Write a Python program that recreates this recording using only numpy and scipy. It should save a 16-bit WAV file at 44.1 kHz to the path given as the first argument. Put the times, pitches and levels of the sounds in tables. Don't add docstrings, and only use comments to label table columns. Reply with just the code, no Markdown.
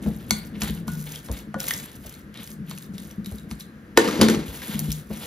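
import sys
import numpy as np
from scipy import signal
from scipy.fft import rfft, irfft
from scipy.io import wavfile
from scipy.ndimage import uniform_filter1d

SR = 44100
rng = np.random.default_rng(int(sys.argv[2]) if len(sys.argv) > 2 else 0)


def store_pcm(level_fs):
    pcm = np.round(np.clip(level_fs, -1, 1) * 32767).astype(np.int16)
    wavfile.write(sys.argv[1], SR, np.atleast_2d(pcm).T)


N = 232040

# time in seconds, rms level in dB.
SHAKE = [(0, -30.5), (.25, -38), (.8, -38.5), (1.9, -43), (4, -42), (5.26, -41)]
# start in seconds, length in seconds, crackle in dB, wet slosh in dB.
STROKES = [(0.032, 0.13, -44, -46.5), (0.195, 0.18, -54, -51.5), (0.302, 0.16, -43.5, -45),
           (0.545, 0.11, -58, -49.5), (0.619, 0.072, -32.5, -33), (0.737, 0.046, -42.5, -48),
           (0.89, 0.11, -42.5, -51), (0.998, 0.0076, -34.5, -52), (1.054, 0.13, -38, -43),
           (1.247, 0.017, -37.5, -51), (1.326, 0.072, -40, -44), (1.61, 0.2, -32.5, -38.5),
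           (1.68, 0.062, -32.5, -40.5), (1.808, 0.14, -44.5, -43), (1.887, 0.12, -50, -65),
           (2.038, 0.15, -43.5, -49), (2.36, 0.06, -51, -42.5), (2.434, 0.074, -41, -51.5),
           (2.685, 0.05, -42.5, -44.5), (2.776, 0.067, -44.5, -55), (2.945, 0.13, -47.5, -51),
           (3.108, 0.0088, -46.5, -52), (3.263, 0.13, -44, -52.5), (3.514, 0.0081, -44, -53),
           (3.6, 0.0083, -43, -53), (4.468, 1, -42.5, -45.5), (4.629, 0.11, -38, -41.5),
           (4.716, 0.095, -48, -43), (4.842, 0.16, -42.5, -49.5), (5.113, 0.099, -44, -46),
           (5.226, 0.16, -43, -41)]
# time in seconds, peak of the crack in dB, pitch in Hz.
POPS = [(0.698, -25, 2900), (1.121, -23.5, 6500), (1.1579, -24, 3250), (1.315, -23, 6800),
        (1.6027, -13.5, 5500), (1.68, -20, 2020), (1.683, -8, 12000), (1.709, -9.5, 1914),
        (1.7075, -11.5, 9000), (1.8582, -26, 11000), (1.737, -14.5, 5350), (2.0952, -29.5, 5950),
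        (2.14, -31.5, 4000), (2.342, -34.5, 3160), (2.374, -26.5, 3340), (2.441, -29.5, 6050),
        (2.475, -27.5, 5000), (2.516, -29, 6500), (2.777, -31.5, 2550), (2.825, -30.5, 3620),
        (3.246, -32, 3750), (3.26, -26, 3920), (2.9813, -24.5, 3540), (3.1112, -31, 5800),
        (3.3843, -31.5, 3700), (3.6075, -24.5, 4100), (4.619, -25, 1680), (4.481, -29, 3000),
        (4.755, -25, 3000), (4.7924, -11, 11600), (4.8007, -16.5, 11500), (4.905, -21, 3320),
        (4.918, -11.5, 5270), (4.926, -15, 6500)]
# start in seconds, peak of the crack in dB, ring of the bowl in dB,
# ring of its lowest mode in dB, peak of the dull knock in dB.
TAPS = [(0.308, -1.5, -33.5, -50, -19), (0.619, -11, -36, -54, -26.5), (0.88, -25, -32.5, -47, -30),
        (1.286, -38, -67, -42.5, -33.5), (1.5425, -32, -29, -52, -19), (1.564, -60, -50, -30.5, -45),
        (2.711, -24.5, -62, -51, -31), (3.512, -25, -67, -61, -34), (5.105, -43, -50, -40, -57)]
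# time in seconds, strength in dB, slap of the bowl foot in dB.
THUMPS = [(0.059, -12.5, -25.5), (0.309, -22, -40), (0.622, -18.5, -45), (0.692, -14, -49),
          (0.887, -26, -56), (1.295, -9.5, -27), (2.05, -25.5, -39.5), (3.316, -13, -34), (3.503, -18, -43),
          (4.199, -12, -14.5), (4.361, -14.5, -40), (4.477, -15.5, -59), (4.879, -12.5, -78),
          (5.102, -19.5, -28.5)]
# time in seconds, strength in dB.
KNOCKS = [(0.066, -16), (0.316, -20.5), (0.527, -28.5), (0.57, -28.5), (0.623, -21), (0.696, -21.5),
          (0.874, -24.5), (0.906, -32), (0.945, -39), (0.986, -32), (1.287, -26), (1.474, -30), (1.55, -22),
          (2.588, -23.5), (2.611, -23), (2.688, -32), (2.733, -30), (2.891, -24.5), (2.936, -28),
          (3.013, -34), (3.058, -40), (3.181, -21), (3.204, -25.5), (3.27, -25), (3.333, -29.5),
          (3.513, -25.5), (4.191, -15), (4.357, -20.5), (4.685, -25.5), (4.746, -22.5), (4.811, -26),
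          (4.879, -20.5), (5.101, -24.5)]
# start in seconds, length in seconds,
# rms level in dB, pitch in Hz.
GROANS = [(0.75, 0.087, -33, 170), (0.928, 0.22, -32, 153), (0.915, 0.058, -35, 177.6),
          (2.646, 0.15, -37.5, 153), (4.846, 0.14, -29, 153)]
# time in seconds, peak of the crack in dB, board in dB,
# table in dB, spoon ring in dB.
LANDINGS = [(3.974, 0.5, -7.5, -51, -36), (4.2127, -3, -34, -5.5, -32.5), (4.216, -5, -21.5, -6.5, -45),
            (4.285, -6, -26, -31, -49), (4.2987, -15, -50, -18, -36)]
# start in seconds, length in seconds, level in dB.
RATTLES = [(3.977, 0.0058, -16), (4.044, 0.38, -23), (4.219, 0.0055, -14.5), (4.285, 0.033, -21)]
# time in seconds, strength in dB, pitch in Hz.
TICKS = [(4.0551, -30, 2930), (4.0862, -22, 1200)]

# frequency in Hz, relative level in dB, t60 in seconds.
TABLE_MODES = [(152.6, -11.5, 0.48), (176.7, -12.5, 0.51), (210.2, 1.5, 0.19), (248, -2.5, 0.049),
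               (293.6, -7.5, 0.075), (448, -15, 0.096)]
THUMP_MODES = [(60, -12, 0.21), (101, -14, 0.097)]
BOWL_MODES = [(540, 2, 0.22), (1442, -13.5, 0.56), (1180, 2, 0.035), (1456, -5, 0.32), (2203, 12, 0.019),
              (4150, -0.5, 0.12), (4440, 9, 0.043), (5500, -6, 0.064), (6500, -8, 0.031)]
BOARD_MODES = [(342.3, 5, 0.14), (450, -2.5, 0.095), (537.4, -5, 0.086), (691, -2, 0.029),
               (897, 5.5, 0.023), (1200, 3, 0.017), (1470, -5.5, 0.05), (1810, 4.5, 0.021),
               (2590, -2.5, 0.025)]
SPOON_MODES = [(7150, 3, 0.1), (8500, 0, 0.1), (9500, 3, 0.24), (11670, 1, .2)]

# frequency in Hz, relative level in dB.
CRACKLE_SPECTRUM = [(1500, -11.5), (3500, -10), (6500, -2.5), (9000, 2.5), (12000, 0.5), (15500, 1.5)]
SLOSH_SPECTRUM = [(350, 7), (1000, 1), (2000, 0), (3500, 2), (6000, -9.5)]
HUSH_SPECTRUM = [(30, -35), (55, 2.5), (100, -4), (200, -0.5), (480, -10), (800, -22), (1200, -13),
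                 (1650, -9.5), (2400, -21), (5000, -31), (15500, -34.5)]
RATTLE_SPECTRUM = [(70, -69), (150, -20.5), (225, -4.5), (400, -6), (750, -22), (1300, -22), (2500, -24.5),
                   (7000, -31), (15000, -40.5)]

# frequency in Hz, lead of the left in radians.
LEAD = [(0, 0.19), (1800, 0.73), (3000, 0.97), (4650, 1), (5700, -1.2), (6600, -1.2), (7700, -2.8),
        (8900, -3.4), (11200, -5.9), (12900, -6.8), (15300, -9.5)]
# frequency in Hz, likeness from 0 to 1.
ALIKE = [(60, 0.91), (300, 1), (700, 0.21), (1400, 0), (2400, 0.44), (9000, 0.9)]
# frequency in Hz, left over right in dB.
LEFT_OVER_RIGHT = [(60, 1), (200, 3), (600, 1), (2000, 1.5), (6000, 1)]
# frequency in Hz, t60 in seconds.
KITCHEN_T60 = [(100, 0.55), (1000, 0.38), (5000, 0.27), (15000, 0.14)]

KITCHEN_DB, HUSH_DB = -6.5, -49.5
CUTOFF_HZ = 15735
PRESSED_S = (2.5, 3.3)
PRESSED, UNDER_BOARD = (0.95, 0.64), (1.065, 0.67)
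SPREAD_DB = 1.5
JOLT_DB = 2
STROKE_RISE_DB_PER_S, STROKE_FALL_DB_PER_S = 727, 367
CRACKLE_SAG_DB_PER_S, SLOSH_SAG_DB_PER_S = 32.5, 49
GROAN_RISE_DB_PER_S, GROAN_SAG_DB_PER_S, GROAN_FALL_DB_PER_S = 142, 42, 295
RATTLE_RISE_DB_PER_S, RATTLE_SAG_DB_PER_S, RATTLE_FALL_DB_PER_S = 2000, 35, 221
SPOON_SMEAR_DB, GLOVE_SMEAR_DB, GLOVE_FROM_S = -7.5, 1, 4.42
WET_SMEAR_DB = 9
POP_NOTE_DB = -8.5
GLINT_DB = -28.5
CHATTER_PER_S, CHATTER_DB = 60, 3
BOARD_RATTLE_DB = -14.5
TICK_T60_S = 0.04


def from_db(db):
    return 10 ** (np.asarray(db) / 20)


def rms_one(x):
    return x / np.sqrt(np.mean(x ** 2) + 1e-20)


def at_hz(points, hz):
    table_hz, values = np.transpose(points)
    return np.interp(np.log(hz + 1), np.log(table_hz), values)


def colour(x, spectrum):
    hz = np.fft.rfftfreq(N, 1 / SR)
    return rms_one(irfft(rfft(x) * from_db(at_hz(spectrum, hz)), N))


def drift(rate_hz):
    r = np.exp(-2 * np.pi * rate_hz / SR)
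    settled = signal.lfilter([1], [1, -2 * r, r * r], rng.standard_normal(N + SR))[SR:]
    return rms_one(settled)


def ring(force, hz, t60):
    r = from_db(-60 / (max(t60, 1e-4) * SR))
    w = 2 * np.pi * min(hz, .45 * SR) / SR
    return signal.lfilter([0, np.sin(w)], [1, -2 * r * np.cos(w), r * r], force + 1e-18)


def strike(times, db, modes, soft_hz):
    at = (np.asarray(times) * SR).astype(int)
    out = np.zeros(N)
    luck = rng.standard_normal((len(at), len(modes)))
    for k, (hz, mode_db, t60) in enumerate(modes):
        force = np.zeros(N)
        force[at] = from_db(db + mode_db + SPREAD_DB * luck[:, k]) * (-1) ** k
        out += ring(force, hz, t60)
    contact = signal.butter(2, min(soft_hz, .45 * SR), fs=SR, output="sos")
    return signal.sosfilt(contact, out)


def loaded(modes, pitch, damping):
    return [(hz * (pitch if k > 1 else 1), db, t60 * damping) for k, (hz, db, t60) in enumerate(modes)]


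def add(out, s, db, low_hz, high_hz, t60):
    t = np.arange(4096) / SR
    edges = np.clip([low_hz, high_hz], 50, [.4 * SR, .45 * SR])
    band = signal.butter(2, edges, "band", fs=SR, output="sos")
    burst = signal.sosfilt(band, rng.standard_normal(len(t)) * from_db(-60 * t / t60))
    burst *= from_db(db) / np.abs(burst).max()
    i = int(s * SR)
    out[i:i + len(t)] += burst[:N - i]


def swell(start, length, db, rise, sag, fall):
    length, db = length[:, None], db[:, None]
    t = np.arange(N) / SR - np.asarray(start)[:, None]
    loss = rise * np.maximum(-t, 0) + sag * np.clip(t, 0, length) + fall * np.maximum(t - length, 0)
    return np.sqrt(np.sum(from_db(2 * (db - loss)), axis=0))


def grains(per_s, low_hz, high_hz, cycles, size_db):
    sizes = from_db(size_db * np.minimum(rng.exponential(1, N), 3.5)) * rng.choice([-1, 1], N)
    born = rng.random(N) < per_s * from_db(7.0 * drift(40)) / SR
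    clicks = sizes * born
    pitches = np.geomspace(low_hz, high_hz, num=10)
    dealt = rng.integers(0, 10, N)
    out = np.zeros(N)
    for k, hz in enumerate(pitches):
        out += ring(clicks * (dealt == k), hz, cycles / hz) * np.sqrt(hz)
    return rms_one(out)


def diffuse(length):
    alike = np.clip(at_hz(ALIKE, np.fft.rfftfreq(length, 1 / SR)), 0, 1)
    mid, side = rfft(rng.standard_normal((2, length)))
    return irfft(np.sqrt(1 + alike) * mid + np.sqrt(1 - alike) * side * [[1], [-1]], length)


def table_shake():
    jolts = rng.standard_normal(N) * from_db(JOLT_DB * drift(7.4))
    shake = np.zeros(N)
    for hz, db, t60 in TABLE_MODES + THUMP_MODES:
        shake += from_db(db) * ring(jolts, hz, 0.49 * t60)
    s, level_db = np.transpose(SHAKE)
    return from_db(np.interp(np.arange(N) / SR, s, level_db)) * rms_one(shake)


def hush():
    left, right = diffuse(N)
    level = from_db(HUSH_DB + 0.53 * drift(1.6))
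    return level * np.array([colour(left, HUSH_SPECTRUM), colour(right, HUSH_SPECTRUM)])


def mince():
    s, length, crackle_db, slosh_db = np.transpose(STROKES)
    smear_db = np.where(np.arange(N) / SR < GLOVE_FROM_S, SPOON_SMEAR_DB, GLOVE_SMEAR_DB)
    smear = rng.standard_normal((2, N)) * from_db(smear_db + JOLT_DB * drift(32))
    fibres = grains(670, 3750, 17300, cycles=7.3, size_db=5.0)
    smacks = grains(900, 1800, 5135, cycles=8.0, size_db=3.5)
    crackle = colour(fibres + smear[0], CRACKLE_SPECTRUM)
    slosh = colour(smacks + from_db(WET_SMEAR_DB) * smear[1], SLOSH_SPECTRUM)
    out = crackle * swell(s, length, crackle_db, STROKE_RISE_DB_PER_S, CRACKLE_SAG_DB_PER_S, STROKE_FALL_DB_PER_S)
    out += slosh * swell(s, length, slosh_db, STROKE_RISE_DB_PER_S, SLOSH_SAG_DB_PER_S, STROKE_FALL_DB_PER_S)
    return out


def kitchen(x):
    t = np.arange(SR) / SR
    edges = 80 * 2.0 ** np.arange(9)
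    white, tail = diffuse(SR), 0
    for low, high in zip(edges, edges[1:]):
        band = signal.sosfilt(signal.butter(2, [low, high], "band", fs=SR, output="sos"), white)
        tail = tail + band * from_db(-60 * t / at_hz(KITCHEN_T60, np.sqrt(low * high)))
    tail *= 1 - np.exp(-t / 0.00078)
    tail /= np.sqrt(np.sum(tail ** 2, axis=1, keepdims=True))
    return signal.fftconvolve(x[None], tail, axes=1)[:, :N]


def table_thumps():
    s, thump_db, slap_db = np.transpose(THUMPS)
    out = strike(s, thump_db, THUMP_MODES, soft_hz=180.4)
    for k in range(len(s)):
        add(out, s[k], slap_db[k], 230, 650, .14)
    return out


def table_knocks():
    s, knock_db = np.transpose(KNOCKS)
    pressed = (s > PRESSED_S[0]) & (s < PRESSED_S[1])
    out = strike(s[~pressed], knock_db[~pressed], TABLE_MODES, soft_hz=434)
    out += strike(s[pressed], knock_db[pressed], loaded(TABLE_MODES, *PRESSED), soft_hz=300)
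    return out


def bowl_taps():
    s, crack_db, ring_db, low_db, knock_db = np.transpose(TAPS)
    out = strike(s, ring_db, BOWL_MODES[1:4], soft_hz=8900)
    out += strike(s, low_db, BOWL_MODES[:1], soft_hz=920)
    out += strike(s, crack_db + GLINT_DB, BOWL_MODES[4:], soft_hz=12000)
    for k in range(len(s)):
        add(out, s[k], crack_db[k], 2500, 9500, .012)
        add(out, s[k], knock_db[k], 650, 1350, .03)
    return out


def mince_pops():
    out = np.zeros(N)
    for s, db, hz in POPS:
        add(out, s, db, 0.59 * hz, 3.34 * hz, .01)
        add(out, s, db + POP_NOTE_DB, 0.954 * hz, 1.097 * hz, .014)
    return out


def table_groans():
    wavering_s = np.cumsum(1 + 0.0078 * drift(16.0)) / SR
    out = np.zeros(N)
    for row in np.array(GROANS):
        note = np.sqrt(2) * np.sin(2 * np.pi * row[3] * wavering_s)
        out += swell(*row[:3, None], GROAN_RISE_DB_PER_S, GROAN_SAG_DB_PER_S, GROAN_FALL_DB_PER_S) * note
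    return out


def spoon_landings():
    s, crack_db, board_db, table_db, steel_db = np.transpose(LANDINGS)
    out = strike(s, board_db, BOARD_MODES, soft_hz=5060)
    out += strike(s, table_db, loaded(TABLE_MODES, *UNDER_BOARD), soft_hz=715)
    out += strike(s, steel_db, SPOON_MODES, soft_hz=18000)
    for k in range(len(s)):
        add(out, s[k], crack_db[k], 1200, 9000, .02)
    return out


def spoon_rattle():
    chatter = rng.standard_normal(N) * from_db(JOLT_DB * drift(30))
    touches = 1. * (rng.random(N) < CHATTER_PER_S / SR)
    chatter *= 1 + from_db(CHATTER_DB) * uniform_filter1d(touches, size=40) * 40
    rung = np.zeros(N)
    for k, (hz, db, t60) in enumerate(BOARD_MODES[:4]):
        rung += from_db(db) * ring(chatter, hz, t60) * (-1) ** k
    rattle = colour(chatter, RATTLE_SPECTRUM) + from_db(BOARD_RATTLE_DB) * rms_one(rung)
    gain = swell(*np.transpose(RATTLES), RATTLE_RISE_DB_PER_S, RATTLE_SAG_DB_PER_S, RATTLE_FALL_DB_PER_S)
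    return gain * rattle


def spoon_ticks():
    out = np.zeros(N)
    for s, db, hz in TICKS:
        out += strike([s], db, [(hz, 0, TICK_T60_S)], soft_hz=5000)
    return out


def scene():
    airborne = mince() + bowl_taps() + mince_pops()
    airborne += spoon_landings() + spoon_rattle() + spoon_ticks()
    table = table_shake() + table_thumps() + table_knocks() + table_groans()
    return airborne + table + from_db(KITCHEN_DB) * kitchen(airborne) + hush()


def record(dry):
    hz = np.fft.rfftfreq(N, 1 / SR)
    lead = np.interp(hz, *np.transpose(LEAD))
    tilt = from_db(at_hz(LEFT_OVER_RIGHT, hz) / 2)
    left, right = rfft(dry)
    ports = irfft([left * tilt, right / tilt * np.exp(-1j * lead)], N)
    ports = signal.sosfilt(signal.butter(4, 45, "high", fs=SR, output="sos"), ports)
    cut = signal.ellip(8, .5, 50, CUTOFF_HZ, fs=SR, output="sos")
    return signal.sosfilt(cut, np.clip(ports, -1, 1))


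dry = scene()
out = record(dry)
store_pcm(out)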